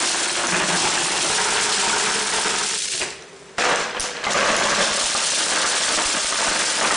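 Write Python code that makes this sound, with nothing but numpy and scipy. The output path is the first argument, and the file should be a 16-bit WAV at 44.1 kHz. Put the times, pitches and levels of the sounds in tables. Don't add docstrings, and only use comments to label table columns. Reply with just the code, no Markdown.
import sys
import numpy as np
from scipy import signal
from scipy.fft import rfft, irfft
from scipy.io import wavfile
from scipy.ndimage import uniform_filter1d

SR = 44100
rng = np.random.default_rng(int(sys.argv[2]) if len(sys.argv) > 2 else 0)


def unload_audio(sound):
    columns = np.transpose(np.atleast_2d(sound))
    steps = np.round(np.clip(columns, -1, 1) * 32767)
    wavfile.write(sys.argv[1], SR, steps.astype(np.int16))


N = 306936

# (time [s], knocking in the bucket [relative dB], clicking on the heap [relative dB])
POURS = [
    [(0, -22.5, -18.5), (0.12, -27, -21), (0.47, -23, -25), (0.8, -23, -20), (1.28, -28.5, -20),
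     (1.6, -25, -20.5), (1.95, -26.5, -20), (2.25, -29.5, -23), (2.6, -30.5, -23), (2.77, -40, -22),
     (2.785, -62, -22), (3.0, -54, -25), (3.19, -52, -50), (3.57, -59.5, -52.5)],
    [(3.58, -32, -48), (3.99, -33, -54), (4.23, -32.5, -37), (4.34, -26, -29.5), (4.42, -15, -24),
     (4.8, -20.5, -20), (5.04, -31, -19), (5.3, -27.5, -19), (5.55, -24.5, -20.5), (6.0, -24.5, -19.5),
     (6.25, -32, -21.5), (6.45, -19.5, -19.5), (6.78, -25, -21.5), (6.96, -20.5, -21.5)],
]
# (start [s], length before the fade [s], knocking [relative dB], clicking [relative dB])
SLIPS = [(0.02, 0.026, -43, -35), (0.162, 0.024, -26.5, -38), (0.519, 0.021, -23, -32),
         (0.59, 0.025, -24, -39), (0.68, 0.039, -38, -28), (0.827, 0.034, -19.5, -35),
         (1.102, 0.16, -27, -36), (1.879, 0.017, -33, -29), (2.06, 0.067, -32, -33),
         (2.33, 0.12, -38.5, -33), (2.446, 0.021, -25.5, -31), (2.929, 0.008, -41.5, -32),
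         (3, 0.021, -29.5, -36.5), (3.581, 0.13, -14, -22.5), (3.785, .04, -25, -30.5),
         (3.945, .025, -25, -46), (3.998, .02, -33, -25), (4.04, .03, -37.5, -40.5),
         (4.235, 0.013, -23.5, -29), (4.268, .02, -28, -41), (4.302, .02, -22.5, -24.5),
         (4.345, .03, -20.5, -33.5), (4.788, 0.026, -32, -32), (4.999, 0.023, -24, -31.5),
         (5.14, .04, -27, -33.5), (5.523, 0.034, -29, -26), (5.637, 0.033, -26.5, -33),
         (5.82, 0.12, -26, -27), (5.97, 0.01, -18, -31), (6.126, 0.024, -22, -29),
         (6.615, 0.049, -46.5, -31), (6.808, 0.037, -18.5, -28), (6.897, 0.042, -25.5, -23.5)]
# (end of pose [s], list of (pitch [Hz], width [Hz], level [relative dB]))
BUCKET_POSES = [(0.48, [(345, 22, 0.5), (760, 21, -4.5), (931, 68, -10.5), (1490, 270, -4.5)]),
                (0.777, [(181.5, 10, 8), (344, 40, 1.5), (610, 31, -4), (862, 28, -0.5), (1590, 240, -3.5),
                (2710, 99, -19)]), (1.299, [(170, 22, -4), (351, 36, 0.5), (660, 26, -19), (769, 8.4, 6),
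                (848, 25, 0), (2620, 290, -7.5)]), (2.781, [(211.4, 27, -1.5), (372, 13, -7.5),
                (429.6, 27, 6.5), (761, 33, 0), (925, 83, 4.5), (1310, 220, -0.5), (1560, 215, -1.5),
                (2100, 1130, -12)]), (3.578, [(149, 54, -1), (366, 40, 8.5), (593, 150, -3),
                (1780, 550, 0.5)]), (4.221, [(207, 61, -24), (492, 32, 3.5), (916, 19, -6), (1416, 13, -2),
                (1590, 120, -3)]), (5.001, [(211.5, 23, -2.5), (480, 54, -21.5), (568, 92, -0.5),
                (865, 61, -20), (1130, 85, 1), (1554, 170, -4)]), (6.96, [(321, 10, -5.5), (553, 110, -9),
                (896, 14, -1), (1202, 84, -3.5), (1490, 350, -6)])]
# (frequency [Hz], level [relative dB])
WALL_COLOUR = [(35, -76.5), (60, -35.5), (113, -22), (210, -11), (340, -13), (606, -2.5), (778, -2),
               (1190, 1.5), (6000, -6.5), (7800, -62.5), (13200, -120)]
# (frequency [Hz], level [relative dB])
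HEAP_COLOUR = [(600, -43), (1500, -8), (2500, -6), (4000, -4), (5500, -1.5), (7000, -0.5), (9000, 1.5),
               (10500, -5)]
# (time [s], share of the clicks [0 to 1])
BARE_SHARE = [(3.57, 0.088), (3.58, 0.9), (4.6, 0.97), (5.0, 0.18)]
# (frequency [Hz], change [dB])
BARE_COLOUR = [(4000, 1.5), (6500, 1), (8000, -3), (10500, -10)]
# (time [s], peak before room and limiter [dB], main ring [Hz])
STONES = [(0.0344, -18, 5170), (0.227, -10, 4630), (0.296, -5, 2750), (0.355, -7, 3260),
          (0.3827, -10, 5750), (0.4703, 9, 6760), (0.525, -8, 2000), (0.545, 1, 1700), (0.5496, 4, 7200),
          (0.705, -13.5, 950), (0.86, -10, 895), (0.977, -4.5, 1660), (1.572, 1, 3380), (1.899, -7.5, 1300),
          (1.931, -8.5, 930), (1.989, -19, 947), (2.06, -11, 1500), (2.385, -8, 885), (2.4825, 8, 7600),
          (2.616, -13, 990), (2.7196, -7, 8550), (2.752, -9, 5800), (2.779, -3, 6440), (2.7885, -11, 9400),
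          (2.804, -22, 2490), (2.8473, 0, 9550), (2.8591, 2, 9500), (2.8246, -8, 8400), (2.8777, -8, 7100),
          (2.905, -11, 8050), (2.936, -10, 2810), (2.9788, -2, 6200), (3.007, -20, 1950),
          (3.0159, -3, 2790), (3.105, -13, 4340), (3.2236, -23, 3980), (3.583, -7, 1240),
          (3.643, -10, 7600), (3.7592, 3, 6300), (3.9094, -17, 3020), (3.9488, -22, 3040),
          (3.968, -12, 2500), (3.9977, 4.5, 5700), (4.006, 4, 6300), (4.0157, -11, 4650), (4.042, -14, 990),
          (4.1688, -16, 4080), (4.2403, -12, 5040), (4.2426, -9.5, 3140), (4.268, -1, 1180),
          (4.334, 7, 6700), (4.345, -8, 1220), (4.3756, -3, 4800), (4.5662, 10.5, 6950), (4.656, -6.5, 562),
          (4.6978, -11, 6330), (4.829, -7, 3260), (4.913, -12, 1200), (5.015, -16, 1105), (5.0427, 4, 6650),
          (5.0496, -3, 6200), (5.15, -7, 1220), (5.528, -15, 1470), (5.575, -9, 1294), (5.645, -8, 1203),
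          (5.6664, -12, 4800), (5.835, -6, 1920), (5.8905, -1, 3550), (5.975, -12.5, 1150), (6.16, 3, 9700),
          (6.258, -12, 1420), (6.325, -9, 1130), (6.613, -8, 1550), (6.656, 4, 7900), (6.804, 0, 6460),
          (6.875, -1, 4030), (6.909, -1, 1380)]
# (time [s], strength [relative dB])
THUMPS = [(.541, -31), (.616, -31), (1.319, -30), (1.521, -29), (3.996, -17.5), (4.553, -26), (4.724, -31),
          (4.8, -32), (4.915, -27), (5.041, -26), (5.651, -45), (5.956, -28), (6.057, -21), (6.246, -33),
          (6.486, -21), (6.851, -34)]
# (frequency [Hz], level [relative dB])
HUM_COLOUR = [(15, -88), (25, -33), (59, -24), (108, -31.5), (129, -13), (171, -2.5), (283, -14.5),
              (305, -18), (393, 0), (651, -13), (1320, -12), (8360, -27.5), (10500, -47), (13600, -65.5),
              (22000, -120)]
# (pitch [Hz], width [Hz], level before the limiter [dB])
HUM_TONES = [(70, 4, -63), (140, 5, -60), (275, 10, -60), (392, 5, -52), (432, 6, -55), (619, 12, -60)]
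# (frequency [Hz], time to die by 60 dB [s])
ROOM_DECAY = [(150, 0.15), (1000, 0.41), (4000, 0.62), (10000, 0.31)]
CUTS = [0, 2.78, 3.58, 6.96]
# (frequency [Hz], gain of the difference [dB])
WIDTH = [(30, -14.5), (90, -14.5), (200, -18.5), (650, -22.5), (850, -36), (4400, -91.5), (4800, -18),
         (10000, -15.5)]

HUM_DB = -43.5
KNOCKS_PER_S, CLICKS_PER_S, BUMPS_PER_S = 1800, 3000, 59
SLIP_RISE_S, KNOCK_FADE_DB_PER_S, CLICK_FADE_DB_PER_S = 0.0021, 171, 133
RING_CYCLES, TICK_PER_KHZ = 49, 0.47
TOP_HZ = 10150


def gain_of(db):
    return 10 ** (np.asarray(db) / 20)


def evened(x):
    return x / np.sqrt(np.mean(x ** 2) + 1e-20)


def read(points, hz):
    f, value = np.transpose(points)
    return np.interp(np.log(hz + 1), np.log(f + 1), value)


def coloured(x, points):
    hz = abs(np.fft.fftfreq(4096, 1 / SR))
    log_gain = np.log(gain_of(np.maximum(read(points, hz), -100)))
    response = np.exp(np.conj(signal.hilbert(log_gain)))
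    taps = np.fft.ifft(response).real[:2048]
    return signal.oaconvolve(x, taps)[:N]


def resonate(x, hz, width):
    r = np.exp(-np.pi * width / SR)
    return 2 * signal.lfilter([1 - r], [1, -r * np.exp(2j * np.pi * hz / SR)], x).real


def flow(column, fade_db_per_s):
    rows = np.vstack(POURS)
    t = np.arange(0, N, 32) / SR
    power = gain_of(np.interp(t, rows[:, 0], rows[:, column])) ** 2
    for slip in SLIPS:
        since = t - slip[0]
        rise = np.clip(since / SLIP_RISE_S, 0, 1)
        fade_db = fade_db_per_s * np.maximum(since - slip[1], 0)
        power = power + (rise * gain_of(slip[column + 1] - fade_db)) ** 2
    return np.interp(np.arange(N) / SR, t, np.sqrt(power))


def knocking():
    return flow(1, KNOCK_FADE_DB_PER_S)


def blows(per_s, spread_db, clump=0.):
    size = gain_of(spread_db * np.minimum(rng.exponential(1, N), 4))
    size = size * rng.choice([-1., 1.], N)
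    jolt_starts = rng.random(N) < 60 / SR
    jolts = signal.lfilter([1], [1, -np.exp(-1 / (.008 * SR))], jolt_starts)
    busy = 1 + clump * jolts
    struck = rng.random(N) < per_s / SR * busy / busy.mean()
    return evened(size * struck)


def pebble(hz, t60, tick, count):
    t = np.arange(1200) / SR
    ratios = [1, *rng.uniform(0.54, 1.834, count)]
    ring = sum(np.sin(2 * np.pi * hz * k * t) * rng.uniform(0.66, 1) for k in ratios)
    ring = ring * gain_of(-60 * t / t60)
    ring[1:6] += tick * np.array([0.34, -0.43, -0.31, 0.18, -0.94])
    return ring


def clatter(hits, low_hz, high_hz, t60, tick, count):
    kind, out = rng.integers(0, count, N), np.zeros(N + 1200)
    for k, hz in enumerate(np.geomspace(low_hz, high_hz, count)):
        ring = pebble(hz, t60, tick, count=2)[:round(t60 * SR)]
        at = np.flatnonzero(hits * (kind == k))
        copies = hits[at, None] * ring / np.linalg.norm(ring)
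        places = at[:, None] + np.arange(len(ring))
        out += np.bincount(places.ravel(), copies.ravel(), N + 1200)
    return out[:N]


def house_hum():
    hiss = gain_of(HUM_DB) * evened(coloured(rng.standard_normal(N), HUM_COLOUR))
    noise = rng.standard_normal(N)
    tones = sum(gain_of(db) * evened(resonate(noise, hz, width)) for hz, width, db in HUM_TONES)
    return hiss + tones


def bucket():
    knocks = knocking() * blows(KNOCKS_PER_S, spread_db=3.5, clump=2.2)
    hollow, start = np.zeros(N), 0
    for end_s, modes in BUCKET_POSES:
        end = min(round(end_s * SR), N)
        drive = np.append(knocks[start:end], np.zeros(SR // 5))[:N - start]
        ring = sum(gain_of(db + 11.0) * resonate(drive, hz, width) for hz, width, db in modes)
        hollow[start:start + len(drive)] += ring
        start = end
    wall = coloured(clatter(knocks, 178.4, 3594, 0.013, tick=3.7, count=60), WALL_COLOUR)
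    out = hollow + gain_of(-2) * wall
    return gain_of(2.0) * out * np.std(knocks) / np.std(out)


def low_rumble():
    bumps = blows(BUMPS_PER_S, spread_db=5.0)
    rumble = coloured(bumps, [(15, -19), (30, 27), (60, -10), (110, 17), (250, -8)])
    return knocking() * gain_of(-32) * evened(rumble)


def heap():
    hits = flow(2, CLICK_FADE_DB_PER_S) * blows(CLICKS_PER_S, spread_db=2.5, clump=1.7)
    clicks = coloured(clatter(hits, 2520, 9750, 0.0078, tick=1.13, count=90), HEAP_COLOUR)
    bare = np.clip(np.interp(np.arange(N) / SR, *np.transpose(BARE_SHARE)), 0, 1)
    out = (1 - bare) * clicks + bare * coloured(clicks, BARE_COLOUR)
    return gain_of(-0.5) * out * np.std(hits) / np.std(out)


def tail(delay):
    taps = np.zeros(SR // 2)
    at = np.arange(delay, SR // 2 - 20, 20)
    taps[at + rng.integers(0, 20, len(at))] = rng.choice([-1., 1.], len(at))
    hz, t, bands = signal.stft(taps, SR, nperseg=256)
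    fade = gain_of(-60 * t / read(ROOM_DECAY, hz)[:, None])
    decayed = signal.istft(bands * fade, SR, nperseg=256)[1]
    return decayed / np.linalg.norm(decayed)


def room(x, delay, count=8):
    spot = np.repeat(rng.integers(0, count, N // 128 + 1), 128)[:N]
    tails, out = [tail(delay) for k in range(count)], np.zeros(N)
    for start_s, end_s in zip(CUTS, CUTS[1:]):
        a, b = round(start_s * SR), round(end_s * SR)
        out[a:b] = sum(signal.oaconvolve((x * (spot == k))[a:b], tails[k])[:b - a] for k in range(count))
    return out


def single_stones():
    out = np.zeros(N + 1200)
    for s, db, hz in STONES:
        ring = pebble(hz, RING_CYCLES / hz, TICK_PER_KHZ * hz / 1000, count=2)
        out[round(s * SR):][:1200] += gain_of(db) * ring / abs(ring).max()
    return out[:N]


def limiter_thumps():
    out = np.zeros(N + 4000)
    u = np.arange(4000) / SR / 0.0045
    for s, db in THUMPS:
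        out[round(s * SR):][:4000] -= gain_of(db) * u * (2 - u) * np.exp(-u)
    return out[:N]


def scene():
    stones = bucket() + heap() + single_stones()
    low = limiter_thumps() + low_rumble() + house_hum()
    mid = stones + gain_of(-8.0) * room(stones, 120) + low
    side_hiss = gain_of(-40.5) * rng.standard_normal(N)
    apart = room(stones, 30) + 1.1 * room(low, 30, count=1) + side_hiss
    apart = apart + 0.18 * mid
    side = irfft(rfft(apart) * gain_of(read(WIDTH, np.fft.rfftfreq(N, 1 / SR))), N)
    return np.array([mid + side, mid - side])


def record(dry):
    level_db = 10 * np.log10(abs(uniform_filter1d((dry ** 2).mean(0), 44)) + 1e-12)
    fall = np.arange(N) * 940.0 / SR
    held_db = np.maximum.accumulate(level_db + fall) - fall
    over_db = np.maximum(held_db + 19.5, 0)
    limited = dry / gain_of(0.39 * uniform_filter1d(over_db, 30))
    rounded = 0.52 * np.tanh(limited / 0.61)
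    low_pass = signal.firwin(401, TOP_HZ, window=("kaiser", 9), fs=SR)
    return signal.oaconvolve(rounded, low_pass[None], "same")


dry = scene()
out = record(dry)
unload_audio(out)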